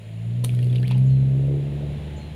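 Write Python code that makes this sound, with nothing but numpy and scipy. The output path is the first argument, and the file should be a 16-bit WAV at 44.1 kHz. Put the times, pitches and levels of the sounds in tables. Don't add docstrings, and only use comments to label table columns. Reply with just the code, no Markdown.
import sys
import numpy as np
from scipy import signal
from scipy.fft import rfft, irfft, next_fast_len
from scipy.io import wavfile

SR = 44100
rng = np.random.default_rng(int(sys.argv[2]) if len(sys.argv) > 2 else 0)


def dump(signal):
    limited = np.clip(np.atleast_2d(signal).T, -1, 1)
    pcm = np.round(limited * 32767).astype(np.int16)
    wavfile.write(sys.argv[1], SR, pcm)


N = 103635
T = np.arange(N) / SR


def amp(db):
    return 10 ** (np.asarray(db) / 20)


def unit(x):
    return x / np.sqrt(np.mean(x ** 2) + 1e-20)


def curve(rows, column=1):
    rows = np.array(rows)
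    return np.interp(T, rows[:, 0], rows[:, column])


def colour(x, points):
    size = 2 * next_fast_len(N)
    hz, db = np.transpose(points)
    log_hz = np.log(abs(np.fft.fftfreq(size, 1 / SR)) + 1)
    log_gain = np.log(amp(np.interp(log_hz, np.log(hz), db)))
    response = np.exp(np.conj(signal.hilbert(log_gain)))
    response /= np.sqrt(np.mean(np.exp(2 * log_gain)))
    return irfft(rfft(x, size) * response[:size // 2 + 1])[:N]


def noise():
    return rng.standard_normal(N)


def drift(hz):
    return unit(irfft(rfft(noise()) * np.exp(-(np.fft.rfftfreq(N, 1 / SR) / hz) ** 2), N))


def burst(start_s, rise_s, decay_s):
    t = np.maximum(T - start_s, 0)
    return (1 - np.exp(-t / rise_s)) * np.exp(-t / decay_s)


def clicks(per_s, spread_db):
    hits = (rng.random(N) < per_s / SR) * np.sign(noise())
    return hits * amp(spread_db * np.minimum(rng.exponential(1, N), 4))


# time_s, firings_per_s
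ENGINE_SPEED = [(0, 53.4), (.23, 56.4), (.4, 60.7), (.65, 61.5), (.9, 62.8), (1.0, 64.8), (1.08, 66.2),
                (1.36, 67.4), (1.5, 69.4), (1.73, 71.6), (2.05, 73), (2.35, 75)]
# time_s, first_db, second_db, third_db, fourth_db
DRONE_LEVELS = [(.04, -60, -40, -51, -57), (.12, -54, -34, -41.5, -61.5), (.32, -47, -25, -35.5, -48),
                (.46, -58, -21.5, -42, -45.5), (.68, -48, -17.5, -39.5, -44), (.88, -45, -21, -35.5, -43),
                (.98, -45.5, -16, -29.5, -43), (1.12, -36, -15, -37, -45.5), (1.3, -37, -18, -36, -45.5),
                (1.53, -34.5, -20.5, -43, -44.5), (1.6, -41, -24, -42.5, -50), (1.69, -37, -27, -42.5, -53),
                (1.9, -35.5, -28.5, -44.5, -53), (2.05, -34.5, -36.5, -48, -70),
                (2.35, -37, -44.5, -53.5, -70)]
# time_s, level_db
RASP_LEVELS = [(0, -56.5), (.3, -66), (.5, -50.5), (.75, -41.5), (.95, -52), (1.15, -46), (1.5, -35.5),
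               (1.7, -41.5), (2.0, -45.5), (2.35, -56)]
# pitch_hz, gain_db
PUFF_COLOUR = [(100, -41.5), (190, -19.5), (270, -3.5), (350, 2.5), (430, 0.5), (560, -8), (750, -22),
               (1100, -45.5), (2000, -45), (16000, -85.5)]
# time_s, level_db
HISS_LEVELS = [(0, -57.5), (.3, -57.5), (.6, -57.5), (1.2, -54.5), (1.5, -54), (1.75, -52), (2.05, -50),
               (2.35, -52)]
# pitch_hz, gain_db
HISS_COLOUR = [(200, -6), (850, 2), (1250, -5.5), (2000, 0), (2900, 0), (3900, -3.5), (4700, -14.5),
               (6500, -23.5), (16000, -34.5)]
# time_s, level_db
WHINE_LEVELS = [(1.5, -73), (1.9, -67), (2.2, -54.5), (2.35, -66)]
# time_s, level_db
RUMBLE_LEVELS = [(0, -49), (.3, -42), (.7, -36), (1.5, -37.5), (2.0, -36), (2.35, -39.5)]
# pitch_hz, gain_db
RUMBLE_COLOUR = [(15, -10.5), (40, -16), (65, -5), (120, 3), (190, -0.5), (270, -11), (450, -12.5),
                 (700, -28.5), (1200, -37.5), (4000, -66)]
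def engine():
    cycles = np.cumsum(curve(ENGINE_SPEED)) / SR
    drone = 0
    for multiple in range(1, 5):
        level_db = curve(DRONE_LEVELS, column=multiple) + .5 * drift(hz=26.1)
        drone += np.sqrt(2) * amp(level_db) * np.sin(2 * np.pi * (multiple * cycles + rng.random()))
    firings = np.diff(np.floor(cycles), prepend=0)
    firings *= amp(2 * np.clip(noise(), -2, 2))
    pulse = np.exp(-(cycles % 1) / .25)
    puffs = unit(firings) + .85 * unit(pulse * noise())
    rasp = unit(colour(puffs, PUFF_COLOUR)) * amp(curve(RASP_LEVELS))
    hiss = unit(colour(noise() * (1 + .083 * unit(pulse)), HISS_COLOUR)) * amp(curve(HISS_LEVELS))
    gear_cycles = 11.63 * cycles
    whine = np.sqrt(2) * amp(curve(WHINE_LEVELS)) * np.sin(2 * np.pi * gear_cycles + drift(hz=8))
    rumble = unit(colour(noise(), RUMBLE_COLOUR)) * amp(curve(RUMBLE_LEVELS))
    return drone + rasp + hiss + whine + rumble


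# pitch_hz, gain_db
AIR_COLOUR = [(20, 8.5), (200, 5.5), (450, 0.5), (660, 11), (900, -18.5), (1300, -19.5), (2600, -6.5),
              (3900, -17.5), (4900, -25.5), (6200, -23), (7100, -12), (8000, -24.5), (9600, -13),
              (10600, -21), (12000, -27), (14500, -26.5), (16000, -28.5)]
def air_and_insects(level_db=-52):
    return amp(level_db) * unit(colour(noise(), AIR_COLOUR))


# pitch_hz, gain_db
TYRE_COLOUR = [(150, -27), (400, -6), (620, 2), (800, -6.5), (1200, -22.5), (3000, -40.5)]
def tyres(nearest_s=1.79, width_s=.37, peak_db=-51):
    swell = amp(peak_db) / (1 + ((T - nearest_s) / width_s) ** 2)
    return swell * unit(colour(noise(), TYRE_COLOUR))


# start_s, level_db, rise_s, decay_s
SLAP_STAGES = [(0.4397, -31.5, 0.00067, 0.0053), (0.445, -12.5, 0.000063, 0.00016),
               (0.4456, -22.5, 0.00042, 0.0024), (0.447, -23, .0001, 0.00035)]
# pitch_hz, gain_db
IMPACT_COLOUR = [(200, 8.5), (500, 0.5), (1000, -1.5), (1500, -13), (2800, 0), (4200, 1.5), (5200, -7.5),
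                 (6200, -5), (7600, -6), (9900, 6), (12000, -7.5), (15500, -15)]
# pitch_hz, level_db
PUSH_TONES = [(490, -32), (1030, -40)]
def impact(push_s=.4415, push_width_s=.0034):
    stages = sum(amp(db) * burst(start, rise, decay) for start, db, rise, decay in SLAP_STAGES)
    slap = colour(noise() * stages, IMPACT_COLOUR)
    t = T - push_s
    tones = sum(amp(db) * np.sin(2 * np.pi * hz * t) for hz, db in PUSH_TONES)
    return slap + tones * np.exp(-(t / push_width_s) ** 2)


def bank_echo(sound, level_db=-9, fade_s=.12):
    t = T[:SR // 2]
    tail = rng.standard_normal(len(t)) * amp(-60 * t / fade_s) * (1 - np.exp(-t / .0014))
    return amp(level_db) * signal.fftconvolve(sound, tail / np.linalg.norm(tail))[:N]


# pitch_hz, gain_db
SPRAY_COLOUR = [(300, -20), (1500, -12), (3300, 5), (5800, -5.5), (7800, -4.5), (9800, 5.5), (12000, -5),
                (15500, -11)]
def spray(start_s=.449, shower_peak_s=.82, shower_width_s=.26):
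    gush = amp(-60) * burst(start_s, rise_s=.001, decay_s=.022)
    mist = amp(-54.5) * burst(start_s, rise_s=.001, decay_s=.19)
    hiss = (gush + mist) * unit(clicks(per_s=3600, spread_db=2.5))
    shower = amp(-65) * (T > start_s) * np.exp(-((T - shower_peak_s) / shower_width_s) ** 2)
    specks = shower * unit(clicks(per_s=160, spread_db=-1))
    return colour(hiss + specks, SPRAY_COLOUR)


# time_s, level_db
PATTER_LEVELS = [(.45, -62), (.52, -57), (.68, -59.5), (.76, -51), (.81, -73), (.88, -60), (.92, -44.5),
                 (.96, -58), (1.03, -63.5), (1.2, -92.5)]
def patter(per_s=1800, decay_cycles=3):
    t, rings = T[:SR // 50], 0
    pitches_hz = np.geomspace(1970, 4350, num=20)
    for hz in pitches_hz:
        ring = np.exp(-t * hz / decay_cycles) * np.sin(2 * np.pi * hz * t * (1 + 8 * t))
        rings += signal.oaconvolve(clicks(per_s / len(pitches_hz), spread_db=4), ring)[:N]
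    return unit(rings) * amp(curve(PATTER_LEVELS))


# start_s, tick_db, splat_db
LANDINGS = [(0.493, -52, -36), (.5487, -37, -42), (0.59, -48, -33.5), (.628, -35.5, -43), (.6442, -39, -44),
            (0.669, -40, -57), (.7283, -45, -35), (0.7579, -38, -33.5), (0.7828, -53, -36.5),
            (0.799, -45, -56), (0.8289, -40, -31.5), (0.873, -41, -44), (0.8796, -30.5, -30),
            (0.891, -40, -52), (0.9107, -36, -34.5), (0.914, -42, -32), (0.971, -45, -47),
            (0.9797, -39, -44), (1.107, -45.5, -60), (1.47, -50, -57.5), (2.133, -52, -65)]
# pitch_hz, gain_db
TICK_COLOUR = [(300, -19), (1200, -9.5), (3000, 6), (4800, 4.5), (6200, -10), (8000, 0), (9800, 6),
               (12000, -3.5), (15500, -8)]
# pitch_hz, gain_db
SPLAT_COLOUR = [(300, 9), (1200, -15), (2200, 1.5), (3300, 6), (4400, -6), (5600, -20), (9000, -21.5),
                (15500, -33.5)]
def drops(rise_s=.0003):
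    ticks = sum(amp(db) * burst(start, rise_s, decay_s=.001) for start, db, _ in LANDINGS)
    splats = sum(amp(db) * burst(start, rise_s, decay_s=.002) for start, _, db in LANDINGS)
    return colour(noise() * ticks, TICK_COLOUR) + colour(noise() * splats, SPLAT_COLOUR)


# start_s, pitch_hz, level_db, decay_s, climb_per_s (share of the starting pitch)
BUBBLE_RINGS = [(.4935, 2300, -26, 0.0011, 30), (.501, 3500, -47, .005, 4), (.538, 1400, -44, 0.0034, 13),
                (.589, 1800, -41, 0.0035, 7), (0.627, 2750, -37.5, 0.0052, 6),
                (0.6293, 4400, -49, 0.0047, -4), (.6985, 3300, -38, 0.0039, 18),
                (0.758, 3000, -31.5, .003, 2), (0.7625, 3700, -28.5, 0.0012, 5),
                (.755, 2200, -51, .005, 10), (0.7817, 2600, -27.5, 0.001, 58),
                (0.7993, 4700, -47, 0.0046, -4), (0.8309, 1640, -35, .008, 9),
                (.8425, 1990, -38.5, 0.013, 20), (.856, 2900, -43, 0.01, 23), (0.873, 4500, -57, .003, 6),
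                (0.902, 2600, -40, 0.0087, 0.5), (0.9106, 865, -29, 0.0054, 20),
                (0.9095, 2500, -39.5, .005, 21.5), (.918, 2800, -44, 0.0044, -2.5),
                (0.926, 2500, -41.5, 0.0055, 8.5), (0.9472, 2750, -41, 0.0047, 9),
                (.951, 880, -42.5, 0.02, -5), (0.97, 4700, -45.5, 0.0021, 5)]
def bubbles(wobble=.21, rise_s=.0003):
    flutter = 1 + wobble * drift(hz=260)
    bend = 2 * wobble * drift(hz=260)
    out = 0
    for start, hz, db, decay, climb in BUBBLE_RINGS:
        t = np.maximum(T - start, 0)
        phase = 2 * np.pi * hz * t * (1 + climb * t / 2)
        out += amp(db) * flutter * burst(start, rise_s, decay) * np.sin(phase + bend)
    return out


# start_s, level_db
BIRD_CALLS = [(1.06, -58.5), (2.16, -55.5)]
# delay_s, pitch_hz, fall_hz_per_s, gain_db, rise_s, decay_s, roughness_radians
CALL_NOTES = [(0, 7060, 100, 7.5, 0.01, .022, 1.2), (0, 6380, 2000, -5, 0.0098, .06, 0.9),
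              (.022, 4280, 1910, 7.5, 0.034, 0.093, .35)]
def bird(start_s, level_db):
    out = 0
    for delay, hz, fall, db, rise, decay, roughness in CALL_NOTES:
        pitch_hz = hz - fall * np.clip(T - start_s - delay, 0, .5)
        phase = 2 * np.pi * np.cumsum(pitch_hz) / SR + roughness * drift(hz=300)
        out += amp(level_db + db) * burst(start_s + delay, rise, decay) * np.sin(phase)
    return out


def scene():
    background = engine() + air_and_insects() + tyres()
    splash = impact() + spray() + patter() + drops() + bubbles()
    calls = sum(bird(*call) for call in BIRD_CALLS)
    return (background + splash + bank_echo(splash) + calls)[None]


def record(dry):
    low_pass = signal.firwin(511, 15750, window=("kaiser", 9), fs=SR)
    return signal.oaconvolve(dry, low_pass[None], "same")


dry = scene()
out = record(dry)
dump(out)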